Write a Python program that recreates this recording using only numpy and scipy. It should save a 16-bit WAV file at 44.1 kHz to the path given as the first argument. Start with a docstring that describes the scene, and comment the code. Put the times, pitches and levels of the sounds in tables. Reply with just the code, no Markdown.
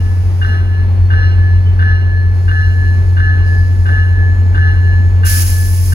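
"""A diesel passenger locomotive creeps along a platform, heard in stereo.
From the start its electronic warning bell clangs evenly and air seeps from the brake gear, while one
engine drones at a fixed speed and a slower one throbs against it. The brake shoes begin a faint song,
both engines swell about a second in, and two short squeaks follow. Later a small leak whistles,
and near the end a valve lets off a loud blast of air that trails away in a hiss."""
import sys
import numpy as np
from scipy import signal
from scipy.fft import rfft, irfft, next_fast_len
from scipy.io import wavfile
from scipy.ndimage import uniform_filter1d, minimum_filter1d, map_coordinates

SR = 44100
rng = np.random.default_rng(int(sys.argv[2]) if len(sys.argv) > 2 else 0)


def store_wav(level_fs):
    """Save 16-bit WAV to argv[1]."""
    pcm = np.round(np.clip(np.atleast_2d(level_fs), -1, 1) * 32767)
    wavfile.write(sys.argv[1], SR, pcm.T.astype(np.int16))


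N = 261954
TIME = np.arange(N) / SR

FIRST_STROKE_S, STROKE_PERIOD_S = -.2775, .6885
CLANK_DB, PARTIALS_DB, NOTE_DB, UPPER_DB, FLUTTER_DB = -25.5, -24, -21.5, -24.5, -35
NOTE_HZ, CARRY_S, CARRY_SPAN_S, CARRY_FALL_DB = 1726.5, 3.2, 2.11, 5.5
# The body of the ring. Each row: pitch in Hz, level in dB, extra fade in dB per second.
RING_PARTIALS = [(791.4, -20.5, 15), (1274, -12.5, 24), (1447, -20, 30), (1540, -21.5, 31),
                 (1723, -4.5, 20.5), (1948, -23, 30), (1994, -30.5, 22.5), (3440, -28, 25.5)]
# The sheen on top. Each row: pitch in Hz, level in dB, extra fade in dB per second.
UPPER_PARTIALS = [(4116, -19, 13), (5482, -23, 18), (5850, -39, 40)]
# Each entry: one stroke's lift or cut of that sheen in dB.
STROKE_BRIGHTNESS = [-5, -2.5, 2, -2.5, 2, -1.5, -7, -2, 1.5, 3]
def bell():
    """The warning bell clangs at a fixed pace: a loudspeaker repeats one clank and its ring."""
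    t = np.arange(SR) / SR
    bloom = ring_envelope(t)
    ringing = lambda rows: bloom * sum(amp(db - fade * t) * sine(hz, t) for hz, db, fade in rows)
    note = bloom * sine(NOTE_HZ, t)
    partials, upper = ringing(RING_PARTIALS), ringing(UPPER_PARTIALS)
    body = amp(CLANK_DB) * clank(t) + amp(PARTIALS_DB) * partials
    low, high = np.zeros(N), np.zeros(N)
    for k, bright_db in enumerate(STROKE_BRIGHTNESS):
        start = FIRST_STROKE_S + k * STROKE_PERIOD_S
        # the strike note carries best along one stretch of track
        note_db = NOTE_DB - CARRY_FALL_DB * (abs(start - CARRY_S) / CARRY_SPAN_S) ** 3
        add(low, body + amp(note_db) * note, start)
        add(high, amp(UPPER_DB + bright_db) * upper, start)
        add(high, amp(FLUTTER_DB + bright_db / 2) * flutter(t), start)
    # short wavelengths waver most on their way through the air
    return low + amp(3 * wobble(9)) * high


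def ring_envelope(t, bloom_s=.16, beat_hz=3, beat_depth=.38, dip_s=.265, cutoff_s=.033):
    """The ring swells and fades while two close modes beat, until the next stroke cuts it off."""
    swell = t / bloom_s * np.exp(1 - t / bloom_s)
    beat = np.abs(1 - beat_depth * np.exp(2j * np.pi * beat_hz * (t - dip_s)))
    return swell * beat * np.exp(-np.maximum(t - STROKE_PERIOD_S, 0) / cutoff_s)


# The stroke's metallic attack. Each row: pitch in Hz, level in dB, seconds to fall by 60 dB.
CLANK_MODES = [(1204, -10, 0.22), (1435, -18, 0.27), (1440, -7.5, 0.13), (1550, 6.5, 0.3),
               (1720, -7, 0.025), (1673, -12, 0.058), (1805, -4, 0.16), (1860, -27, 0.083),
               (2904, -17.5, 0.32), (3500, -23.5, 0.19), (3460, -17.5, 0.33)]
# The direct hit, then slaps off nearby surfaces. Each row: delay in seconds, level in dB.
CLANK_ARRIVALS = [(0, .5), (.026, 0), (.107, -8), (.128, -4.5), (.19, -17)]
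def clank(t, attack_s=.011, crack_t60=.12):
    """Quickly damped modes, a mid-band crack and a weak bright splash, with their echoes."""
    rise = np.minimum(t / attack_s, 1)
    hits = np.zeros(len(t))
    for delay, db in CLANK_ARRIVALS:
        modes = sum(amp(level - 60 * t / t60) * sine(hz, t) for hz, level, t60 in CLANK_MODES)
        crack = amp(8) * noise_band(1350, 1700, len(t))
        splash = amp(-11) * noise_band(680, 3900, len(t))
        hit = modes + amp(-60 * t / crack_t60) * (crack + splash)
        add(hits, amp(db) * hit * rise, delay)
    return hits


# The bell's shimmer. Each row: pitch in Hz, level in dB, seconds to fall by 60 dB.
FLUTTER_MODES = [(2843, 0, 1.9), (2829, -5, .6), (2856, -5, 1.7), (2814, -7, .5), (2873, -9, .45),
                 (2690, -13, .4)]
def flutter(t, align_s=.02, scatter_rad=.72, attack_s=.0045):
    """Close modes first swell together, then beat apart, a little differently at each stroke."""
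    mode = lambda hz: np.sin(2 * np.pi * hz * (t - align_s) + scatter_rad * rng.normal())
    cluster = sum(amp(db - 60 * t / t60) * mode(hz) for hz, db, t60 in FLUTTER_MODES)
    return (1 - np.exp(-t / attack_s)) * cluster


# The colour of the blast. Each row: frequency in Hz, level in dB.
BLAST_SPECTRUM = [(600, -28.5), (1500, -11), (2500, -5), (3700, -10), (5200, -0.5), (6600, -4),
                  (7500, -0.5), (8500, 2), (10700, 1.5), (12500, 0.5), (14200, -6.5), (15500, -5.5)]
# Narrow peaks and dips in the blast's hiss. Each row: centre in Hz, width in Hz, lift or cut in dB.
BLAST_RIPPLE = [(5500, 150, -1), (6440, 90, 8), (10750, 100, 1.5), (10600, 140, 1.5), (11200, 140, -5.5)]
def air_release(start=5.241, length=.19, attack=.033, burst_db=-17, vent_db=-24, fade_db_per_s=4):
    """A valve snaps open: a hard burst and its echo, then a weaker hiss as the pressure falls."""
    burst = amp(burst_db) * gate(start, length, attack, release=.0083)
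    echo = amp(burst_db - 5.5) * gate(start + .1, length, attack, release=.06)
    vent = amp(vent_db - fade_db_per_s * (TIME - start)) * gate(start, N / SR, attack, release=1)
    envelope = np.sqrt(burst ** 2 + echo ** 2 + vent ** 2)
    return envelope * amp(.73 * wobble(31)) * rush(BLAST_SPECTRUM, BLAST_RIPPLE)


# The fast engine's drone. Each row: multiple of the shaft speed, level in dB.
DRONE_ORDERS = [(4, -34.5), (5, -29), (6, 0), (7, -26.5), (8, -41.5), (12, -48.5), (14, -58.5), (16, -39),
                (24, -40)]
# The slow engine's throb. Each row: multiple of the shaft speed, level in dB.
THROB_ORDERS = [(7, -18), (8, 0), (9, -3.5), (10, -12), (14, -16), (15, -1.5), (16, -9), (18, -16),
                (25, -19)]
# The pace of the throb. Each row: time in seconds, shaft turns per second.
THROB_SPEED = [(0, 5.085), (1.5, 5.56), (2.3, 5.35), (3.8, 5.35), (4.4, 5.3), (5.94, 5.28)]
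def engines(fast_shaft_hz=15.002, swell_start_s=.79, swell_s=.25):
    """Two engines' shaft orders beat against each other; both grow louder early on."""
    held_back = 1 - np.clip((TIME - swell_start_s) / swell_s, 0, 1)
    slow_shaft_hz = curve(THROB_SPEED)
    drone = sum(amp(db) * tone(k * fast_shaft_hz) for k, db in DRONE_ORDERS)
    # the slow orders line up in one chug per turn of the shaft
    throb = sum(amp(db + .6 * wobble(3.3)) * tone(k * slow_shaft_hz, turn=k * .64)
                for k, db in THROB_ORDERS)
    return amp(-8.5 - 2.7 * held_back) * drone + amp(-22 - 3.5 * held_back) * throb


# Whines that come and go; the one at 778 Hz hums with the bell's early strokes. Each row: pitch in Hz, peak
# level in dB, time of the peak in seconds, # fade to either side in dB per second.
WHINES = [(133, -45, 3, .3), (238.1, -43.5, 3.5, .8), (402, -43.5, .45, 25), (585, -54, 4, 5),
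          (778, -49.5, 1, 3), (838, -45, 4.7, 7)]
# The roar of exhaust and fans. Each row: frequency in Hz, level in dB.
ROAR_SPECTRUM = [(88, -33.5), (150, -0.5), (206, -3.5), (420, -7.5), (576, -13.5), (871, -13), (1130, -17),
                 (1640, -19.5), (1780, -20.5), (2370, -23.5), (4000, -33.5), (5200, -57.5), (8800, -120)]
# The exhaust's low weight. Each row: frequency in Hz, level in dB.
RUMBLE_SPECTRUM = [(15, -22.5), (30, -10.5), (45, 1), (65, 7.5), (90, 4.5), (120, -2), (170, -14.5),
                   (300, -58.5)]
def fans_and_exhaust():
    """Thin whines, one of them humming with the bell early on, sit over a restless roar of air and a deep
    exhaust rumble."""
    whines = np.zeros(N)
    for hz, db, peak_s, fade in WHINES:
        level = amp(db - fade * abs(TIME - peak_s) + 2.2 * wobble(.84))
        whines += level * tone(hz + .8 * wobble(3.9))
    roar = amp(-32.5 + wobble(13)) * rush(ROAR_SPECTRUM)
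    return whines + roar + amp(-27.5) * rush(RUMBLE_SPECTRUM)


# The colour of the thin hiss. Each row: frequency in Hz, level in dB.
SEEP_SPECTRUM = [(1500, -32.5), (3000, -4), (5000, 6.5), (6200, 3), (7400, -0.5), (8500, 3.5), (10300, 1.5),
                 (11500, -3.5), (14000, -2.5), (15700, -8.5)]
# Spells of stronger leaking. Each row: start in seconds, length in seconds, level in dB.
LEAK_SPELLS = [(-.2, .68, -48), (2.301, .8, -50), (3.42, .5, -48)]
def leaks(seep_db=-53.5, rise_db_per_s=.48, attack=.064, release=.13):
    """Air seeps from the brake gear, harder in a few spells, and once with a whistle."""
    seep = amp(seep_db + rise_db_per_s * TIME)
    spells = [amp(db) * gate(start, length, attack, release) for start, length, db in LEAK_SPELLS]
    hiss = np.sqrt(seep ** 2 + sum(spell ** 2 for spell in spells)) * rush(SEEP_SPECTRUM)
    whistle = amp(-52.5) * gate(3.41, .2, attack, release) * fuzzy_tone(4950, width_hz=580)
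    return hiss + whistle


# The glide of the lower brake note. Each row: time in seconds, pitch in Hz.
BRAKE_GLIDE = [(0, 3970), (1.35, 4417), (2.2, 4238), (3, 4243), (4, 4147), (5.9, 4340)]
# Short squeaks. Each row: start in seconds, length in seconds, pitch in Hz, level in dB.
BRAKE_SQUEAKS = [(1.42, 0.054, 3110, -50), (1.643, 0.078, 3050, -43)]
def brakes():
    """The shoes sing in two thin, wavering lines that set in and hold, and they squeak twice."""
    held = lambda start, db: amp(db + .98 * wobble(3)) * gate(start, N / SR, attack=.22, release=1)
    low = held(start=.62, db=-57.5) * fuzzy_tone(curve(BRAKE_GLIDE), width_hz=110)
    high = held(start=2.22, db=-61.5) * fuzzy_tone(6780, width_hz=350)
    squeaks = sum(amp(db) * gate(start, length, attack=.02, release=.015) * fuzzy_tone(hz, width_hz=90)
                  for start, length, hz, db in BRAKE_SQUEAKS)
    return low + high + squeaks


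def station_reverb(x, t60):
    """The train's side and the station buildings answer with a diffuse stereo tail."""
    t = np.arange(SR) / SR
    tail = rng.standard_normal((2, SR)) * amp(-60 * t / t60)
    return signal.fftconvolve(x[None], tail / np.linalg.norm(tail[0]), axes=1)[:, :N]


# The width of the noise. Each row: frequency in Hz, likeness of left and right from 0 to 1.
STEREO_LIKENESS = [(60, 0.27), (200, 1), (600, 1), (2000, 0.057), (4500, 0.1), (7000, 0.57), (8200, 1),
                   (15000, 0.84)]
def rush(spectrum, ripple=()):
    """Coloured stereo noise of rms 1 with optional peaks and dips, partly shared by left and right."""
    def response(hz):
        lift_db = sum(db / (1 + (2 * (hz - centre) / width) ** 2) for centre, width, db in ripple)
        spread = np.arccos(np.clip(along(STEREO_LIKENESS, hz), -1, 1)) / 2
        return amp(along(spectrum, hz) + lift_db) * [np.cos(spread), np.sin(spread)]
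    mid, side = filtered(rng.standard_normal((2, N)), response)
    return unit(np.array([mid + side, mid - side]))


def noise_band(low_hz, high_hz, samples):
    """Band-passed noise of rms 1."""
    band = signal.butter(3, [low_hz, high_hz], "bandpass", fs=SR, output="sos")
    return unit(signal.sosfilt(band, rng.standard_normal(samples)))


def fuzzy_tone(hz, width_hz):
    """Narrow noise of rms 1 around a pitch."""
    phase = 2 * np.pi * np.cumsum(hz * np.ones(N)) / SR
    return unit(wobble(width_hz) * np.cos(phase) + wobble(width_hz) * np.sin(phase))


def tone(hz, turn=0):
    """A sine of rms 1 that follows a pitch, starting part of a turn in."""
    return np.sqrt(2) * np.cos(2 * np.pi * (turn + np.cumsum(hz * np.ones(N)) / SR))


def sine(hz, t):
    """A steady sine with a random starting phase."""
    return np.sin(2 * np.pi * (hz * t + rng.random()))


def gate(start, length, attack, release):
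    """An envelope that opens smoothly, holds and dies away; all times are in seconds."""
    t = TIME - start
    opening = np.sin(np.pi / 2 * np.clip(t / attack, 0, 1)) ** 2
    return opening * np.exp(-np.maximum(t - length, 0) / release)


def wobble(rate):
    """A smooth random curve, rate knots a second."""
    return map_coordinates(rng.standard_normal(int(N * rate / SR) + 4), [TIME * rate])


def curve(points):
    """(seconds, value) points joined into one value per sample."""
    return np.interp(TIME, *np.transpose(points))


def along(points, hz):
    """(Hz, value) points joined on a log frequency axis."""
    knots_hz, values = np.transpose(points)
    return np.interp(np.log(hz + 1), np.log(knots_hz + 1), values)


def filtered(x, response):
    """x shaped by a complex response of frequency."""
    size = next_fast_len(N + SR // 2)
    return irfft(rfft(x, size) * response(np.fft.rfftfreq(size, 1 / SR)), size)[..., :N]


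def add(track, sound, start_s):
    """Mix a sound into a track from start_s on."""
    start = round(start_s * SR)
    part = sound[max(-start, 0):max(len(track) - start, 0)]
    track[max(start, 0):][:len(part)] += part


def amp(db):
    """Decibels to gain."""
    return 10 ** (np.asarray(db) / 20)


def unit(x):
    """x at rms 1."""
    return x / np.sqrt(np.mean(x ** 2) + 1e-20)


# The lean of the stereo image. Each row: frequency in Hz, left minus right level in dB.
STEREO_BALANCE = [(100, 0.9), (300, -0.5), (1200, 1), (1750, -1), (2600, -1), (4200, -1.5), (5400, -8),
                  (7000, 0), (15000, -0.5)]
# Phase difference between left and right, which widens and hollows the treble.
# Each row: frequency in Hz, left minus right phase in radians.
STEREO_PHASE = [(0, .25), (1290, 2.3), (1640, 4.5), (4220, 12.5), (5510, 9.7), (6630, 13.0), (7670, 9.6),
                (8870, 9.4), (10400, 6.5), (11800, 6.2), (12500, 3.4), (14200, 3.0), (15100, 0.0)]
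def stereo_image(hz):
    """Left and right responses: each side takes half the level and phase difference."""
    phase = np.interp(hz, *np.transpose(STEREO_PHASE))
    left = amp(along(STEREO_BALANCE, hz) / 2) * np.exp(.5j * phase)
    return np.array([left, 1 / left])


def scene():
    """Everything comes from the locomotive, so all layers share one stereo image."""
    ring = bell()
    train = ring + amp(-10) * station_reverb(ring, t60=.95)
    train += engines() + fans_and_exhaust() + leaks() + brakes() + air_release()
    soft_ends = signal.windows.tukey(N, .002)
    return filtered(train * soft_ends, stereo_image)


def record(dry, recover_db_per_s=1, top_hz=15800):
    """A limiter ducks peaks over full scale and recovers slowly; the very top treble is cut off."""
    over_db = 20 * np.log10(np.maximum(np.abs(dry).max(axis=0), 1))
    recovery_db = recover_db_per_s * TIME
    duck_db = np.maximum.accumulate(over_db + recovery_db) - recovery_db
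    gain = uniform_filter1d(minimum_filter1d(amp(-duck_db), size=700), size=700)
    return filtered(dry * gain, lambda hz: hz < top_hz)


dry = scene()
out = record(dry)
store_wav(out)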